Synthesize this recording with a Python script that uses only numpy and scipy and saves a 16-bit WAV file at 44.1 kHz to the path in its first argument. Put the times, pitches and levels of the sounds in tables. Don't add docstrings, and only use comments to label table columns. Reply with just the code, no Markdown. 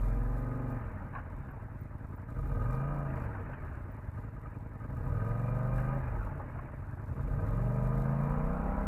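import sys
import numpy as np
from scipy import signal
from scipy.io import wavfile
from scipy.ndimage import uniform_filter1d

SR = 44100
rng = np.random.default_rng(int(sys.argv[2]) if len(sys.argv) > 2 else 0)


def ratio_of_db(decibels):
    return 10 ** (np.asarray(decibels, float) / 20)


def persist_wave(psi):
    counts = np.round(np.clip(psi, -1, 1) * 32767).astype(np.int16)
    wavfile.write(sys.argv[1], SR, np.atleast_2d(counts).T)


N = 391166
t = np.arange(N) / SR
COARSE = t[::256]
KEPT = []


def curves(rows):
    s, *columns = np.transpose(rows)
    return [np.interp(t, s, c) for c in columns]


def swells(rows, edge=4):
    total = sum(height * np.exp(-abs(2 * (COARSE - s) / length) ** edge) for s, length, height in rows)
    return np.interp(t, COARSE, total)


def drift(at):
    return np.interp(at * 8, np.arange(80), rng.standard_normal(80))


def wander(spread_db):
    return ratio_of_db(spread_db * drift(t))


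def lagged(x, start, lag_s):
    keep = np.exp(-1 / (lag_s * SR))
    return start + signal.lfilter([1 - keep], [1, -keep], x - start)


def evened(x, span_s=0.4):
    power = uniform_filter1d(x ** 2, int(span_s * SR))
    power = uniform_filter1d(power, int(span_s * SR / 2))
    return x / np.sqrt(abs(power) + 1e-20)


def ring(x, modes):
    out = np.zeros(len(x))
    for k, (hz, width_hz, db) in enumerate(modes):
        r = np.exp(-np.pi * width_hz * 1.5 / SR)
        pole = r * np.exp(2j * np.pi * hz / SR)
        mode = signal.lfilter([(1 - r) ** 2], [1, -2 * pole, pole ** 2], x).real
        out += (-1) ** k * ratio_of_db(db) * mode
    return out


def noise(colour, patchy_db):
    hz = np.fft.rfftfreq(512, 1 / SR)
    a, b, patches = rng.standard_normal((N // 128 + 5, 257, 3)).T
    patches = uniform_filter1d(uniform_filter1d(patches, 3, axis=0), 10, axis=1)
    f, db = np.transpose(colour)
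    level_db = np.interp(np.log(hz + 1), np.log(f + 1), db, left=-120, right=-120)[:, None]
    z = (a + 1j * b) * ratio_of_db(level_db + patchy_db * patches / patches.std())
    return evened(signal.istft(z, nperseg=512, noverlap=384)[1][:N])


# time_s, engine_cycles_hz
DEMAND = [(0, 23.33), (.597, 24.6), (.758, 21.63), (.851, 15.93), (1.669, 9.191), (2.263, 12.115),
          (2.555, 28.088), (2.864, 31.833), (3.266, 16.788), (3.826, 8.65), (4.238, 11.116), (4.741, 9.74),
          (5.105, 25.142), (5.393, 24.431), (5.766, 25.718), (5.906, 29.551), (6.005, 22.464),
          (6.156, 16.008), (6.896, 7.317), (7.436, 26.307), (7.792, 25.854), (8.87, 37.049)]


def demand():
    return curves(DEMAND)[0]


# middle_s, length_s, speed_percent
WAVERS = [(.04, .1, -.6), (.47, .14, .6), (.63, .09, -.4), (1.72, .2, -2), (1.97, .25, 2), (2.56, .08, 1.2),
          (3, .12, -.4), (3.45, .4, -.8), (4.2, .45, -2), (4.66, .42, 1.6), (5.38, .16, -.4),
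          (5.7, .12, .55), (5.84, .08, -.4), (5.94, .08, .5), (6.1, .14, -1), (6.72, .45, -1.8),
          (7.05, .2, 3), (7.4, .25, .35), (8, .08, -.3), (8.27, .16, -.4), (8.54, .18, .65), (8.76, .1, -.5),
          (8.87, .14, -1.1)]


def flywheel():
    return lagged(demand(), 20.55, lag_s=.195) * (1 + swells(WAVERS, edge=2) / 100)


def speed():
    if not KEPT:
        KEPT.append(flywheel())
    return KEPT[0]


def cycles():
    return np.cumsum(speed()) / SR


def surge():
    return np.maximum(demand() - speed(), 0)


def throttle():
    open_hz, open_span_hz, shut_hz, shut_span_hz = 11, 11, 2.2, 2
    coast = np.clip((speed() - demand() - shut_hz) / shut_span_hz, 0, 1)
    pull = np.clip((demand() - open_hz) / open_span_hz, 0, 1) * (1 - coast)
    return pull, coast


def load():
    pull = throttle()[0]
    surge_hz = 7.3
    return np.clip(pull - surge() / surge_hz, .1 + .3 * pull, 1)


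# time_s, effort_db, clear_db_per_octave
EFFORT = [(0, -39, -0.5), (.7, -36.5, -1), (.95, -39.5, 3), (1.7, -42, 3.5), (2.25, -41, 5),
          (2.55, -35.5, 1.5), (3.2, -37, 4), (3.65, -37.5, 2.5), (4.7, -41.5, 5.5), (5.2, -32.5, 2),
          (5.9, -31.5, -3), (6.15, -36, 3), (6.85, -38.5, 2.5), (7.3, -33.5, 4), (7.6, -32.5, 3),
          (8.3, -32.5, 3), (8.6, -34.5, 2.5), (8.87, -37.5, 2.5)]
MEAN_DB, PIVOT_HZ = -38, 110


def effort():
    effort_db, clear_db = curves(EFFORT)
    return effort_db - MEAN_DB, clear_db


# mean_level_db, effort_share, open_throttle_db, speed_db_per_10_hz, centre_hz, surge_db_per_hz
LAYERS = dict(frame=(-44.5, 0.16, 3, 1.8, 106, 0.2), low=(-43, 0.34, -3.5, -3.5, 110.5, 1.28),
          high=(-53, 0.05, -5.5, 4.5, 247, 1.42), panel=(-55.5, 0.6, -2, 7.5, 298.5, 0.98),
          airbox=(-64.5, 2.4, 4, 5.5, 214, 0.58))


def layer_db(name):
    db, share, open_db, speed_db, hz, surge_db = LAYERS[name]
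    effort_db, clear_db = effort()
    db = db + share * effort_db + open_db * throttle()[0]
    db = db + speed_db * (speed() / 10 - 2) + surge_db * surge()
    return db + clear_db * np.log2(hz / PIVOT_HZ)


# start_s, boom_hz, boom_db, airbox_db, frame_db
REVS = [
    (0, 251, 11, 2, 0),
    (1.6, 246, 6, -1.5, -1),
    (4.2, 221, 13.5, -7, 0.5),
    (6.9, 215.4, 13, -12.5, -2),
    (8.45, 225, 16, -13.5, 0.5),
]


def by_rev(columns, at=t):
    now = np.searchsorted(np.transpose(REVS)[0], COARSE, "right") - 1
    blended = [uniform_filter1d(np.asarray(c, float)[now], size=43) for c in columns]
    return [np.interp(at, COARSE, c) for c in blended]


def rev():
    return by_rev(np.transpose(REVS)[1:])


# middle_s, length_s, level_db
SHUDDERS = [(.12, 0.71, 10), (.75, 0.22, 1.5), (2.47, 0.2, 8), (2.67, 0.18, 8), (3.8, 0.11, 5),
            (4.3, 0.41, 2), (5.086, 0.17, 4.5), (5.75, 0.23, 4.5), (6.196, 0.3, 8), (7.284, 0.22, 8.5),
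            (7.573, 0.31, 9.5), (7.84, 0.083, 8), (7.98, 0.081, 9), (8.65, 0.1, 5)]


def shudder_db():
    return swells(SHUDDERS)


def hum():
    hum_hz, hum_db, hum_share = 44.55, -3.5, 1.92
    db = layer_db("frame") + rev()[3] + hum_db + hum_share * shudder_db()
    return ratio_of_db(db) * np.sin(2 * np.pi * hum_hz * t)


SECOND_FIRING, FIRING_GAP = .83, .383


def lull():
    depth = np.clip((19 - speed()) / 9, .25, .88)
    depth = depth * np.clip(.85 + (demand() - speed()) / 6, .5, 1)
    distance = (cycles() - SECOND_FIRING - .24 + .5) % 1 - .5
    return 1 - depth * np.exp(-(distance / .09) ** 2)


# cycle_rate_multiple, idle_db, pulling_db, coasting_db
ORDERS_DB = [(1, -61, -39.5, -36), (2, -50, -41, -44), (3, -60.5, -64, -41), (4, -56, -61, -65),
             (5, -46, -37.5, -40.5), (6, -75, -44, -59), (7, -50, -51, -64), (8, -48.5, -45.5, -51),
             (9, -63, -82, -86), (10, -51.5, -82, -76), (11, -62, -94, -68)]
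# pitch_hz, level_db
BODY = [(24, -37), (31, 3), (43, -17), (55, -8), (68, 0), (140, 0), (170, -12), (300, -18.5)]
# pitch_hz, width_hz, level_db
FRAME = [(42.6, 10.8, -0.5), (27.8, 11, -9.5)]


def tones():
    (pull, coast), (effort_db, clear_db), turns = throttle(), effort(), cycles()
    f, body_db = np.transpose(BODY)
    rate, shake_db, out = speed(), shudder_db(), np.zeros(N)
    boom_hz, boom_db = rev()[:2]
    boom_width_hz, shake_width_hz, shake_share = 44.8, 14, -1.2
    for k, (_, idle_db, pull_db, coast_db) in enumerate(ORDERS_DB, 1):
        hz = k * rate
        db = idle_db + (pull_db - idle_db) * pull + (coast_db - idle_db) * coast + 0.81 * effort_db
        db += np.interp(np.log(hz), np.log(f), body_db)
        db += clear_db * np.maximum(np.log2(hz / PIVOT_HZ), 0)
        db += shake_share * shake_db * np.exp(-((hz - FRAME[0][0]) / shake_width_hz) ** 2)
        db += pull * boom_db * np.exp(-((hz - boom_hz) / boom_width_hz) ** 2)
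        pair = np.angle(1 + 0.63 * np.exp(2j * np.pi * k * FIRING_GAP))
        wave = np.cos(2 * np.pi * k * (turns - SECOND_FIRING) + pair)
        out += ratio_of_db(db) * wander(0.5) * np.sqrt(2) * wave
    return out


def firings(scatter_db, jitter_s, first, gulp):
    intake_lead, lag_s = .195, .006
    out, early, turns = np.zeros(N), SECOND_FIRING - FIRING_GAP, cycles()
    blows = ((early, first), (SECOND_FIRING, 1))
    gulps = ((early - intake_lead, gulp), (SECOND_FIRING - intake_lead, gulp))
    for place, weight in blows + gulps:
        s = np.interp(np.arange(int(turns[-1])) + place, turns, t) - lag_s
        luck = rng.standard_normal((len(s), 2))
        at = np.clip((s + jitter_s * luck[:, 0]) * SR, 0, N - 1).astype(int)
        out[at] += weight * ratio_of_db(scatter_db * luck[:, 1])
    return out


def throb(fire, decay_s):
    puff = signal.lfilter([1], [1, -np.exp(-1 / (decay_s * SR))], fire)
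    puff = uniform_filter1d(puff, 200)
    return evened(puff - uniform_filter1d(puff, SR // 5))


# pitch_hz, width_hz, level_db
PIPE_LOW = [(85, 23.4, 1.5), (135.7, 22.1, -2.5), (141.8, 19.7, -8)]
# pitch_hz, width_hz, level_db
PIPE_HIGH = [(192.8, 51.4, -1.5), (258.4, 41, 1), (271.5, 51, 0)]


def exhaust(fire):
    rough = np.clip((speed() - 10.5) / 16, 0, .65)
    gas = rng.standard_normal(N) * ratio_of_db(0.51 * throb(fire, decay_s=0.093))
    frame_db = layer_db("frame") + rev()[3] + .15 * shudder_db()
    layers = ((FRAME, frame_db), (PIPE_LOW, layer_db("low")), (PIPE_HIGH, layer_db("high")))
    out = np.zeros(N)
    for modes, db in layers:
        clean, rush = evened(ring(fire, modes)), evened(ring(gas, modes))
        out += ratio_of_db(db) * (np.sqrt(1 - rough) * clean + np.sqrt(rough) * rush)
    return out


# rev_1_db, rev_2_db, rev_3_db, rev_4_db
WHINE_DB = [(-69, -62, -62, -64.0), (-51, -53, -54.5, -56.5), (-49.0, -53.5, -57, -60),
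            (-59.5, -65.5, -75.5, -66), (-55.5, -68, -59.5, -61), (-73, -65, -66, -57.5),
            (-54, -68, -51, -58.5), (-50, -61.5, -56, -50), (-72, -75, -88, -60), (-65, -58.5, -71, -51.5),
            (-58, -63.5, -61.5, -64), (-81, -65, -66.5, -64), (-57.5, -58, -52.5, -55.5),
            (-62, -70, -58.5, -66), (-63, -69, -72, -59.0), (-73, -52.5, -61, -55.5), (-80, -62, -67, -59),
            (-62, -59.0, -53.5, -49.5), (-69, -61, -61, -62.0), (-64, -76, -71.0, -67.0),
            (-70, -74, -67, -58), (-58, -72, -54, -59), (-74, -70, -72, -68), (-77, -68, -59.5, -78),
            (-86, -71, -67, -56), (-60.5, -68, -62.5, -55.5), (-60.5, -69, -62, -65), (-61, -65, -74, -77),
            (-66, -71, -63, -61), (-78.0, -70.0, -70, -68), (-85, -71, -80, -59), (-76, -70, -73.0, -76),
            (-78, -83, -71.0, -71), (-77, -67, -65, -74), (-74, -66, -68, -76), (-67, -66.5, -67, -85),
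            (-79, -77, -75, -80), (-97, -68, -83, -79), (-67, -77, -70, -77)]
WHINE_TOP_DB = [-67, -75, -63, -69, -65, -56, -54.5, -59.5, -74, -57, -62, -70, -50.5, -55, -58, -53.5, -52,
                -58, -63, -67, -57, -70, -62, -65, -68, -59, -59, -70, -69, -66, -63, -79, -80, -66.5, -66,
                -71, -72, -74, -73]
# pitch_hz, level_db
CASING = [(285, 2), (340, -11), (430, -7), (470, 2.5), (510, 0), (560, 3.5), (650, 1.5), (735, -10),
          (800, 2.5), (860, -8.5), (990, 5.5), (1130, -1), (1220, 0.5), (1320, 9), (1600, 2)]


def whine():
    turns, rate, out = cycles(), speed()[::256], np.zeros(N)
    f, casing_db = np.transpose(CASING)
    levels = by_rev(np.column_stack([WHINE_DB, WHINE_TOP_DB]), COARSE)
    for k, db in zip(range(9, 48), levels):
        db = db + 1.5 + np.interp(k * rate, f, casing_db) + 1.5 * drift(COARSE)
        wave = np.cos(2 * np.pi * (k * turns + rng.random()))
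        out += np.interp(t, COARSE, ratio_of_db(db)) * wave
    return np.sqrt(2) * load() * out


def water_db():
    return -55 + 0.41 * (lagged(speed(), 23.0, lag_s=0.23) - 20) + 0.53 * effort()[0]


# pitch_hz, level_db
CHURN = [(180, -31), (300, 11.5), (413, -22), (464, 14), (527, -14), (639, 2.5), (733, -41.5), (799, -1),
         (1130, -10), (1240, -5), (1420, -10), (1580, -7), (1970, -15.5), (2440, -22.5), (3050, -36.5),
         (3960, -71), (6710, -120)]


def churn(gate):
    return evened(noise(CHURN, patchy_db=2.5) * gate ** .22) * ratio_of_db(water_db() + 5 - 4 * load())


def gurgles():
    per_s, gurgle_db = 53, -9
    out, u = np.zeros(N), t[:700]
    for hz in np.geomspace(550, 2100, num=12):
        sizes_db = 6.1 * np.minimum(rng.exponential(1, N), 3)
        train = (rng.random(N) < per_s / 12 / SR) * ratio_of_db(sizes_db)
        bubble = 600 / hz * np.sin(2 * np.pi * hz * u * (1 + 6.2 * u)) * np.hanning(len(u)) ** 2
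        out += signal.oaconvolve(train, bubble)[:N]
    return out / out.std() * ratio_of_db(water_db() + gurgle_db - 4.8 * load())


# pitch_hz, width_hz, level_db
PANELS = [(463.3, 27.4, 6), (540, 77, -18.5), (626, 68, 3.5), (777, 32, -2.5), (817, 88, -3),
          (977.6, 15, 3), (1080, 38, -3.5)]
# pitch_hz, width_hz, level_db
AIRBOX = [(1234, 43, 15.5), (1550, 65, 4.5), (2410, 44, -14.5), (2823, 34, -14)]


def rattle(fire, gate):
    airbox_db = layer_db("airbox") + rev()[2]
    # modes, level dB, share of knock, share given up to the whine, lead s
    parts = ((PANELS, layer_db("panel") - 2.5, .32, .66, 0), (AIRBOX, airbox_db, .9, 0, .003))
    out = np.zeros(N)
    for modes, db, blow, sung, lead_s in parts:
        early = np.roll(fire, -int(lead_s * SR))
        knock = evened(ring(early, modes)) * np.sqrt(blow)
        loose = evened(ring(rng.standard_normal(N) * gate, modes)) * np.sqrt(1 - blow - sung * load())
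        out += ratio_of_db(db) * (knock + loose)
    return out


def clatter(fire):
    gate = ratio_of_db(2.5 * throb(fire, decay_s=.025))
    return churn(gate) + whine() + gurgles() + rattle(fire, gate)


# pitch_hz, width_hz, level_db
SURGE_PANELS = [(469, 42, -3.5), (625, 58, 2.5)]
# pitch_hz, width_hz, level_db
BRACKET = [(2395, 38, 0)]


def panel_bark(fire):
    bark_db, bark_surge_hz, bracket_db = -52.5, 8, -21.5
    bark = ratio_of_db(bark_db) * np.clip(surge() / bark_surge_hz, 0, 1) * evened(ring(fire, SURGE_PANELS))
    buzz_db = layer_db("airbox") + rev()[2] + bracket_db
    return bark + ratio_of_db(buzz_db) * wander(4) * evened(ring(fire, BRACKET))


# pitch_hz, level_db
HISS_COLOUR = [(2600, -24), (3300, -2.5), (3700, 0.5), (4500, -3.5), (6000, -4.5), (7000, -2.5),
               (12000, -1.5), (13500, 1), (14200, 1.5), (14350, -49)]
# pitch_hz, level_db
HISS_TOP = [(14250, -40), (14350, 0), (15000, 0)]
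# middle_s, length_s, level_db
TOP_GAPS = [(.96, .28, -30), (1.38, .48, -30), (2.95, .14, -12), (3.56, .54, -30), (7.4, 3.5, -30)]
# middle_s, length_s, level_db
HISS_GUSTS = [(.05, 0.091, 3.5), (.39, 0.038, 5), (.7, 0.046, 2), (1.8, 0.055, 2), (2.3, 0.038, 5),
              (2.74, 0.069, 3), (3.2, .12, 4), (4.2, .05, 3), (5.4, 0.14, 1.5), (5.8, 0.14, 3.5), (6.25, .06, 1),
              (7.15, 0.075, 2), (7.6, 0.38, 2), (7.85, .07, 4.5), (8, 0.12, 2.5), (8.87, 0.12, 1)]


def hiss(engine):
    block_s = 1024 / 48000
    block = (t / block_s).astype(int)
    flicker, size = rng.standard_normal((block[-1] + 1, 2)).T
    pulse = np.exp(-abs((t + 0.0017) % block_s - .002) / 0.00073)
    tick = 1 + 2.0 * np.clip(abs(size[block]), 0, 1.3) * pulse
    power = abs(uniform_filter1d(engine ** 2, int(0.086 * SR)))
    engine_db = 10 * np.log10(power + 1e-12)
    db = -81 + 0.69 * (engine_db - MEAN_DB) + swells(HISS_GUSTS) + 1.2 * np.clip(flicker, -2, 2)[block]
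    top = ratio_of_db(swells(TOP_GAPS, edge=12) - 10.0) * noise(HISS_TOP, patchy_db=3.0)
    return ratio_of_db(db) * tick * (noise(HISS_COLOUR, patchy_db=1.5) + top)


# start_s, peak_db, pitch_hz
SQUEAKS = [(0.3845, -68, 14400), (0.7008, -65, 14800), (1.5, -70, 13300), (1.8003, -62, 14800),
           (2.1495, -67, 14800), (2.4508, -71, 14700), (3.9055, -67, 14800), (1.143, -77, 3900),
           (1.35, -83, 3630), (1.385, -85, 3650), (1.425, -85, 3600), (1.448, -85, 3580)]


def squeaks():
    out, u = np.zeros(N), t[:1200]
    for s, db, hz in SQUEAKS:
        part = out[round(s * SR):][:len(u)]
        squeak = ratio_of_db(db) * np.sin(2 * np.pi * hz * u) * np.hanning(len(u))
        part += squeak[:len(part)]
    return out


# start_s, peak_db, pitch_hz, t60_s
ICE = [(1.139, -40, 1100, 0.056), (1.155, -32, 1070, 0.12), (1.188, -34, 1080, 0.1),
       (1.486, -42.5, 1070, 0.24), (2.048, -46, 975, 0.087), (3.105, -44, 1300, 0.056),
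       (3.169, -43, 1400, 0.066), (3.208, -41, 1060, .06), (3.242, -39, 1200, 0.042),
       (3.333, -51, 810, .06), (3.354, -37, 1030, 0.087), (3.495, -40, 850, .06), (3.536, -39, 1200, 0.077),
       (3.75, -42, 1080, 0.046), (5.7855, -32.5, 1080, 0.096), (6.105, -49, 872, .07),
       (6.157, -37, 845, 0.12), (6.267, -37, 820, 0.089), (6.345, -46, 1020, 0.11),
       (6.403, -35.5, 810, 0.099), (6.502, -38, 797, 0.053), (6.591, -35.5, 1070, 0.072),
       (6.688, -41, 1030, .05), (8.35, -42, 1160, 0.079), (8.487, -44, 1080, .06)]


def ice():
    out, u = np.zeros(N), t[:SR // 6]
    for s, db, hz, t60 in ICE:
        burst = rng.standard_normal(len(u)) * ratio_of_db(-60 * u / t60) * (1 - np.exp(-u / .002))
        modes = [(hz, 150, 0), (hz * 1.45, 250, -3), (hz * 0.74, 200, -3),
                 (hz * 1.99, 300, -15), (hz * 2.63, 250, -30)]
        burst = ring(burst, modes)
        part = out[round((s - .006) * SR):][:len(u)]
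        part += ratio_of_db(db - 1.5) * (burst / abs(burst).max())[:len(part)]
    return out


# start_s, peak_db
PINGS = [(2.3585, -48), (2.387, -39.5), (2.4278, -39), (4.2346, -42), (4.3634, -42), (4.455, -37.5),
         (4.5126, -52), (4.552, -47), (4.7047, -61), (4.747, -50), (4.801, -44), (4.8373, -41),
         (4.8925, -41), (4.965, -41), (6.2627, -45), (6.6863, -44), (7.232, -46), (7.2993, -40.5),
         (7.162, -44), (7.194, -46), (7.362, -40), (4.174, -39), (2.125, -44), (2.285, -43), (2.316, -47)]


def pings():
    s, db = np.transpose(PINGS)
    blows, click, out = np.zeros(N), np.arange(2000) == 0, np.zeros(N)
    blows[(s * SR).astype(int)] = ratio_of_db(db - 5.0)
    for modes, part_db in ((AIRBOX, 0.5), (PANELS, -4.5)):
        out += ratio_of_db(part_db) * ring(blows, modes) / abs(ring(click, modes)).max()
    return out


def scene():
    shell = signal.ellip(6, .5, 40, 3080, fs=SR, output="sos")
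    puffs = firings(scatter_db=1.5, jitter_s=0.00082, first=.85, gulp=.45)
    blows = firings(scatter_db=1.6, jitter_s=.00006, first=.8, gulp=0)
    engine = (hum() + tones() + exhaust(puffs)) * lull()
    engine += (clatter(blows) + panel_bark(blows)) * lull() ** (.28 + np.minimum(surge() / 8, .2))
    outside = signal.sosfilt(shell, engine + pings() + ice())
    return (outside + hiss(engine) + squeaks())[None]


def low_pass(x):
    return signal.sosfilt(signal.butter(12, 15030, fs=SR, output="sos"), x)


def record(dry):
    low_cut = signal.butter(1, 18, "highpass", fs=SR, output="sos")
    mix = signal.sosfilt(low_cut, dry)
    return low_pass(mix)


dry = scene()
out = record(dry)
persist_wave(out)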